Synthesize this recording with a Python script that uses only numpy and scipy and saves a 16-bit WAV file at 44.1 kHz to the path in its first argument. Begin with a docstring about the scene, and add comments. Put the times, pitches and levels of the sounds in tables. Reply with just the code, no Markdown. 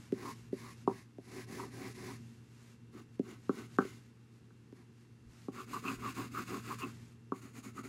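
"""A coloured pencil draws on a sheet of paper lying on a board, in a quiet room.
It lands with a knock and sketches arcs, then shades to and fro. Each stroke gathers speed and slows
again: the tip hisses over the fibres, the board rumbles and, in some fast strokes, the lead judders.
Hand and sleeve brush the paper in between, the forearm settles softly, and an appliance hums."""
import sys
import numpy as np
from scipy import signal
from scipy.fft import rfft, irfft
from scipy.io import wavfile

SR = 44100
rng = np.random.default_rng(int(sys.argv[2]) if len(sys.argv) > 2 else 0)


def dump_mix(stems):
    """Bounce the given channels to the path in sys.argv[1] as a 16-bit WAV at rate SR."""
    frames = np.atleast_2d(stems).T  # one column per channel
    limited = np.clip(frames, -1, 1)  # hard clip at full scale
    pcm = np.round(limited * 32767).astype(np.int16)
    wavfile.write(sys.argv[1], SR, pcm)


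N = 347508
TIME = np.arange(N) / SR

# Mains hum beating with a motor. Each row: pitch in Hz, level in dB before the ride, wander in radians.
HUM_TONES = [(119.4, -55.5, 0.34), (112, -65, 0.77), (163.8, -71, 1.2), (229.8, -61.5, 0.25),
             (239.3, -68, 1.2)]
# The level of the background hum and low room noise rises and falls, louder around the strokes.
# Each row: time in seconds, gain in dB.
BACKGROUND_RIDE = [(0, -1), (0.9, 0), (1.1, -8.5), (1.45, 0.5), (2.25, 2), (2.45, -4.5), (3.45, -4),
                   (3.7, -1), (4.0, -2.5), (4.2, -7), (5.5, -5), (6.0, 2), (6.9, 3), (7.2, -4.5),
                   (7.88, -1.5)]
# Tone of the still room and of the sliding hand. Each row: frequency in Hz, relative level in dB.
ROOM_COLOUR = [(25, -26), (50, -9), (95, 2.5), (145, 1.5), (240, -2), (320, -4.5), (440, -10), (620, -28.5),
               (850, -23), (1700, -25), (3200, -31), (6500, -34.5), (12500, -43), (14500, -73.5)]
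SLIDE_COLOUR = [(300, 3.5), (700, 5), (1300, 8), (2200, 7.5), (3200, 3.5), (7000, 3), (10000, -4),
                (13000, -7), (15000, -38)]
# The hand shifts. Each row: start and end in seconds, fastest point as a share of the move, level in dB.
HAND_SLIDES = [(-0.04, 0.132, 0.39, -67), (0.31, 0.525, 0.26, -69), (0.74, 0.865, 0.5, -69.0),
               (2.12, 2.47, 0.24, -71.5), (2.42, 2.777, 0.76, -71), (3.12, 3.17, 0.7, -76),
               (3.36, 3.518, 0.74, -72), (3.674, 3.773, 1, -66), (3.93, 4.13, 0.14, -73.5),
               (4.303, 4.41, 0.54, -78.5), (4.942, 5.07, 0.6, -77.6), (5.263, 5.522, 0.56, -70),
               (6.864, 7.18, 0.1, -68)]
# Pencil strokes. Each row: start and end in seconds, hardest point as a share of the stroke,
# swell (below 1 flat, above 1 pointed), hiss and rumble in dB before the grip's trims.
STROKES = [(0.112, 0.349, 0.74, 0.74, -59, -51.5), (0.507, 0.764, .62, 0.91, -62, -61),
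           (0.85, 1.09, 0.37, 1.3, -65, -63.5), (1.147, 1.473, 0.88, 2.37, -59.5, -52.5),
           (1.465, 1.705, 0.33, 0.46, -59.5, -49.5), (1.703, 1.932, 0.82, 0.38, -58, -51),
           (1.925, 2.184, 0.63, .6, -59.5, -52), (2.904, 3.052, 0.56, 1.3, -66, -47),
           (3.195, 3.405, 0.56, 1.4, -65.5, -48), (3.476, 3.696, 0.52, 1.24, -61, -43.5),
           (3.774, 4, 0.21, 0.61, -61, -52), (4.735, 4.87, 0.3, 0.89, -74.5, -67),
           (5.517, 5.652, 0.5, 0.48, -60.5, -49.5), (5.619, 5.819, 0.89, 1.63, -56.5, -46),
           (5.81, 5.966, 0.52, 0.62, -54.5, -42.5), (5.94, 6.143, 0.79, 1.03, -54.5, -45.5),
           (6.135, 6.31, 0.26, 1.1, -53.5, -42.5), (6.296, 6.465, 0.57, 1.17, -52.5, -43),
           (6.447, 6.647, 0.3, 1.33, -55, -40), (6.62, 6.786, 0.54, 1.3, -54.5, -45.5),
           (6.77, 6.969, 0.17, 2.03, -54.5, -46), (7.317, 7.416, 0.72, 0.88, -66.5, -53.5),
           (7.411, 7.548, 0.092, 1.1, -64, -53.5), (7.527, 7.629, 0.47, 1.25, -63, -49),
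           (7.623, 7.745, 0.18, 1.4, -60.5, -49.5), (7.727, 7.833, 0.64, 1.34, -63, -46.5),
           (7.83, 7.905, 0.22, 0.65, -59.5, -49.5)]
# Tone of the friction for each grip: arcs with the side and the top of the lead, long and short shading.
# Each row: frequency in Hz, relative level in dB.
SIDE_ARC_COLOUR = [(650, 4), (880, 0), (1000, 14.5), (1400, 1), (1650, 10.5), (2100, 11), (2650, 3),
                   (3100, -2.5), (4300, 2), (7000, -1.5), (8500, -7), (10300, -3), (13000, -12.5),
                   (15700, -41)]
TOP_ARC_COLOUR = [(930, -2), (1100, 4.5), (1520, 13), (1680, 2), (2100, 13), (2550, 3), (2750, 9.5),
                  (3150, 2), (4300, 2.5), (5900, -1.5), (6900, 2.5), (8400, -7.5), (10300, -4),
                  (15000, -17.5)]
LONG_SHADING_COLOUR = [(870, -1), (1050, 18), (1400, 15.5), (1850, 9.5), (2300, 11.5), (2750, 11.5),
                       (3050, 1), (3500, 3), (5000, 3), (5600, -3.5), (6800, 4), (8200, -2.5),
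                       (12500, -6.5), (15700, -13)]
SHORT_SHADING_COLOUR = [(880, 8), (1150, 17.5), (1380, 16.5), (1650, 8.5), (2120, 14), (2800, 7),
                        (3300, -1), (4300, 4), (5700, -3), (6800, 8), (8200, -3), (9500, 0), (15700, -12.5)]
# The board's resonances. Each row: pitch in Hz, bandwidth in Hz, gain in dB.
BOARD_MODES = [(198, 22.4, -10.5), (258.7, 91.5, -1), (375.1, 47, -3.5), (571, 38, -16), (779, 86, -8.5),
               (1110, 26.4, -10), (1159, 88, -7.5), (1315, 114, -5), (1517, 65, -5.5), (1770, 190, -17)]
# The tip lands. Each row: time in seconds, strength in dB, contact cutoff in Hz, then trims in dB
# for the tick of the lead and for the board's lowest, middle and upper modes.
LANDINGS = [(0.1226, 24.5, 505, -46, -5, 7, 4), (0.527, 21, 547, -50, -6, 5.5, 2),
            (0.875, 28.5, 980, -52, -8, -6.5, 3.5), (1.183, 4, 635, -39, 0.5, 4, 17),
            (3.194, 17, 606, -44, 5, 0, 12.5), (3.493, 24, 1350, -48.5, -1, -14, -10),
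            (3.7855, 26.5, 1540, -43, -1, -4, -3), (3.849, 13.5, 600, -48, -14, -2, 2),
            (4.505, -17, 1700, -38, -8, -2, -3), (4.725, -3.5, 860, -31, 5, -15, 0),
            (5.483, 10, 1130, -43.5, 4, -3, -5.5), (7.3198, 16, 1207, -45, 0, -9, 2)]
# Rebounds of a hard landing. Each row: delay in seconds, drop below the landing in dB.
BOUNCES = [(.021, 14.5), (.037, 18.8)]
# The lead chatters. Each row: centre and half length in seconds, level in dB, pitch in Hz.
JUDDERS = [(0.281, 0.029, -46, 1025), (0.664, 0.037, -57, 1076), (1.595, 0.0097, -44, 1000),
           (1.635, 0.0077, -46.5, 1030), (2.103, 0.018, -53, 1020), (5.595, 0.016, -46, 1200),
           (5.743, 0.011, -40, 1080), (5.767, 0.0066, -39.5, 1060), (5.884, 0.032, -42.5, 1130),
           (5.878, 0.017, -42, 2617), (6.062, 0.023, -40, 1123), (6.207, 0.03, -47.5, 1060),
           (6.381, .028, -41.5, 1233), (6.541, 0.035, -50, 1126), (6.716, 0.015, -40.5, 1100),
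           (6.831, 0.025, -45, 1100), (6.832, 0.015, -46.5, 2680), (7.785, 0.012, -46.5, 1265)]
# The forearm settles. Each row: time in seconds, level in dB.
ARM_BUMPS = [(5.28, -59), (6.0, -56)]


def from_db(db):
    """Decibels to gain."""
    return 10 ** (np.asarray(db) / 20)


def rms_one(x):
    """Scale to unit power."""
    return x / np.sqrt(np.mean(x ** 2) + 1e-20)


def drift(rate):
    """A random wobble of unit power that takes a new value rate times a second."""
    knots = rng.standard_normal(N // 8)
    return rms_one(np.interp(TIME * rate, np.arange(len(knots)), knots))


def butter(x, hz, kind, order):
    """Causal Butterworth filter."""
    sections = signal.butter(order, np.clip(hz, 10, .45 * SR), kind, fs=SR, output="sos")
    return signal.sosfilt(sections, x + 1e-18)


def colour(x, points):
    """Shape a steady noise with an EQ curve."""
    hz, db = np.transpose(points)
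    curve_db = np.interp(np.log(np.fft.rfftfreq(N, 1 / SR) + 1), np.log(hz), db)
    return irfft(rfft(x) * from_db(curve_db), N)


def unit_treble(x):
    """Scale a hiss so that its treble has unit power."""
    return x / np.std(butter(x, [3200, 12000], "band", order=4))


def resonate(x, hz, width_hz):
    """One resonance with unity gain at its peak."""
    radius = np.exp(-np.pi * width_hz / SR)
    feedback = [1, -2 * radius * np.cos(2 * np.pi * hz / SR), radius ** 2]
    return signal.lfilter(np.array([1, 0, -1]) * (1 - radius ** 2) / 2, feedback, x + 1e-18)


def arch(start, end, crest):
    """A movement builds to its crest and comes to rest again: 0 to 1 to 0."""
    turn = start + np.clip(crest, .05, .95) * (end - start)
    return np.sin(np.pi / 2 * np.interp(TIME, [start, turn, end], [0, 1, 0]))


def hum_and_room_tone():
    """Background hum, a thin whine and low room noise rise and fall in level over steady faint air."""
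    hum = sum(from_db(db) * np.sqrt(2) * np.sin(2 * np.pi * hz * TIME + wander * drift(4))
              for hz, db, wander in HUM_TONES)
    whine = from_db(-78) * np.sin(2 * np.pi * 2724 * TIME + 1.7 * drift(5.8))
    air = from_db(-59) * rms_one(colour(rng.standard_normal(N), ROOM_COLOUR))
    low_air = butter(air, 490, "low", order=1)
    ride = from_db(np.interp(TIME, *np.transpose(BACKGROUND_RIDE)))
    return ride * (hum + whine + low_air) + (air - low_air)


def paper_tooth(grain_db, grains_per_s, patchy_db):
    """Grainy noise, like the drag of paper fibres: countless tiny catches, uneven from patch to patch."""
    catches = rng.standard_normal(N)
    texture_db = grain_db * np.minimum(drift(grains_per_s), 2.5) + patchy_db * drift(110)
    return rms_one(catches * from_db(texture_db))


def hand_slides():
    """Skin and wool brush the paper each time the hand shifts."""
    motion = sum(from_db(db) * arch(start, end, crest) ** 0.75 for start, end, crest, db in HAND_SLIDES)
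    brush = paper_tooth(grain_db=-1.5, grains_per_s=1300, patchy_db=0.3)
    return motion * unit_treble(colour(brush, SLIDE_COLOUR))


def stroke_envelopes(spans_s, speed_lean=0.56, rumble_power=1.91):
    """Tip speed, friction gain and rumble gain for the strokes that start within the spans."""
    speed, friction, rumble = np.zeros((3, N))
    for start, end, crest, swell, hiss_db, rumble_db in STROKES:
        if any(since <= start < until for since, until in spans_s):
            on = (TIME > start) & (TIME < end)
            fastest = .5 + speed_lean * (crest - .5)   # between mid-stroke and the hardest point
            pace = arch(start, end, fastest)[on]
            speed[on] = np.maximum(speed[on], pace)
            friction[on] += from_db(hiss_db) * arch(start, end, crest)[on] ** swell
            rumble[on] += from_db(rumble_db) * pace ** (swell * rumble_power)
    return speed, friction, rumble


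def board(force, lowest_db, middle_db, upper_db):
    """The board rings in its modes, balanced by the place of contact, and radiates little bass."""
    deep, bright = 0, 0
    trims_db, edges_hz = [lowest_db, 0, middle_db, upper_db], [330, 500, 900]
    for hz, width_hz, db in BOARD_MODES:
        group = np.searchsorted(edges_hz, hz)
        ring = from_db(db + trims_db[group]) * resonate(force, hz, width_hz)
        if group < 2:
            deep += ring
        else:
            bright += ring
    scooped = butter(deep, 460, "low", order=4) + butter(bright, 710, "high", order=2)
    return butter(scooped, 164, "high", order=4)


def pencil_strokes(spans_s, tone, hiss_trim_db, rumble_trim_db, modes_db, grain_db, sizzle_db, sizzle_hz):
    """The tip hisses on the paper while its slower bumps shake the board into a rumble."""
    speed, friction, rumble = stroke_envelopes(spans_s)
    scrape = unit_treble(colour(paper_tooth(grain_db, grains_per_s=2200, patchy_db=0.88), tone))
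    body = butter(scrape, 3200, "low", order=1)
    treble = scrape - body
    rasp = body * from_db(-7.95 + 6.5 * speed ** 2)   # speed brings out the rasp
    # The lead turns and wears, so the balance of rasp and treble keeps shifting.
    hiss = sum(band * from_db(2.05 * drift(19)) for band in (rasp, treble))
    # A thin, very high sizzle near 15 kHz on the loudest, fastest strokes.
    flicker = paper_tooth(grain_db=4.5, grains_per_s=1500, patchy_db=2.5)
    high_band = rms_one(resonate(flicker, sizzle_hz, width_hz=1300))
    sizzle = from_db(sizzle_db) * high_band * friction / friction.max() * speed
    bumps = butter(paper_tooth(grain_db, grains_per_s=320, patchy_db=0.5), 387, "low", order=2)
    knocking = rms_one(board(bumps, *modes_db))
    rubbing = friction * (from_db(hiss_trim_db) * hiss + sizzle)
    return rubbing + from_db(rumble_trim_db) * rumble * knocking


def pencil_landings(bounce_above_db=25):
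    """The lead ticks and knocks the board; a sharper contact rings higher, and the hardest hits bounce."""
    out, click = np.zeros(N + SR), signal.unit_impulse(SR // 3)
    for time_s, db, contact_hz, tick_db, *modes_db in LANDINGS:
        knock = board(butter(click, contact_hz, "low", order=10), *modes_db)
        tick = from_db(tick_db) * butter(click, [1100, 2400], "band", order=1)
        rebounds = list(BOUNCES) if db > bounce_above_db else []
        for delay_s, drop_db in [(0.00059, 0)] + rebounds:
            start = int((time_s + delay_s) * SR)
            out[start:start + len(click)] += from_db(db - drop_db) * (tick - knock)
    return out[:N]


def lead_judders(width_hz=253):
    """The lead sticks and slips, chattering in short, rough bursts, each around one pitch."""
    out = np.zeros(N)
    flutter = from_db(-0.2 * drift(240) + 2.0 * drift(75))
    for centre_s, half_s, db, hz in JUDDERS:
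        near = np.abs(TIME - centre_s) < 3 * half_s
        swell = np.exp(-np.abs((TIME[near] - centre_s) / half_s) ** 3 / 2)
        slips = rng.standard_normal(SR // 2)[:len(swell)] * flutter[near]
        burst = swell * resonate(resonate(slips, hz, width_hz), hz, width_hz)
        out[near] += from_db(db) * rms_one(burst) * np.sqrt(np.mean(swell ** 2))
    return butter(out, 876, "high", order=8)


def forearm_bumps(half_s=0.027):
    """The arm settles on the board with soft, deep thuds."""
    weight = sum(from_db(db) * np.exp(-((TIME - time_s) / half_s) ** 2 / 2) for time_s, db in ARM_BUMPS)
    return weight * rms_one(butter(rng.standard_normal(N), [32, 85], "band", order=2))


def room(x, wet_db, t60_s=0.12, build_s=0.0056):
    """Reflections from near walls build up quickly and die away."""
    age = TIME[:SR // 2]
    envelope = from_db(-60 * age / t60_s) * np.clip(age / build_s, 0, 1) ** 2
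    tail = rng.standard_normal(len(age)) * envelope
    tail = butter(tail / np.sqrt(np.sum(tail ** 2)), 3500, "low", order=1)
    return x + from_db(wet_db) * signal.fftconvolve(x, tail)[:N]


def scene():
    """The mono mix: pencil in four grips with a touch of room, over hand, arm and hum."""
    side_arcs = pencil_strokes([(0, 2.5), (4.2, 5)], SIDE_ARC_COLOUR,
                               hiss_trim_db=-0.17, rumble_trim_db=3.5,
                               modes_db=(-4, 5, 1), grain_db=0.7, sizzle_db=-11, sizzle_hz=15200)
    top_arcs = pencil_strokes([(2.5, 4.2)], TOP_ARC_COLOUR, hiss_trim_db=-1.1, rumble_trim_db=-2.65,
                              modes_db=(1, -3, 9), grain_db=1.5, sizzle_db=-15.5, sizzle_hz=15000)
    long_shade = pencil_strokes([(5, 7.1)], LONG_SHADING_COLOUR, hiss_trim_db=-0.8, rumble_trim_db=-0.15,
                                modes_db=(2.5, 7, 3.5), grain_db=1.5, sizzle_db=-9, sizzle_hz=14800)
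    short_shade = pencil_strokes([(7.1, 8)], SHORT_SHADING_COLOUR, hiss_trim_db=0, rumble_trim_db=-1.3,
                                 modes_db=(4, 2, 3.5), grain_db=0.4, sizzle_db=-15.5, sizzle_hz=14200)
    drawing = room(side_arcs + top_arcs + long_shade + short_shade + lead_judders(), wet_db=-9)
    knocks = room(pencil_landings(), wet_db=-10.5)
    return (drawing + knocks + hand_slides() + forearm_bumps() + hum_and_room_tone())[None]


def record(dry, cutoff_hz=15750):
    """A steep low-pass takes off the very top."""
    return signal.sosfilt(signal.ellip(12, .1, 80, cutoff_hz, fs=SR, output="sos"), dry)


dry = scene()
out = record(dry)
dump_mix(out)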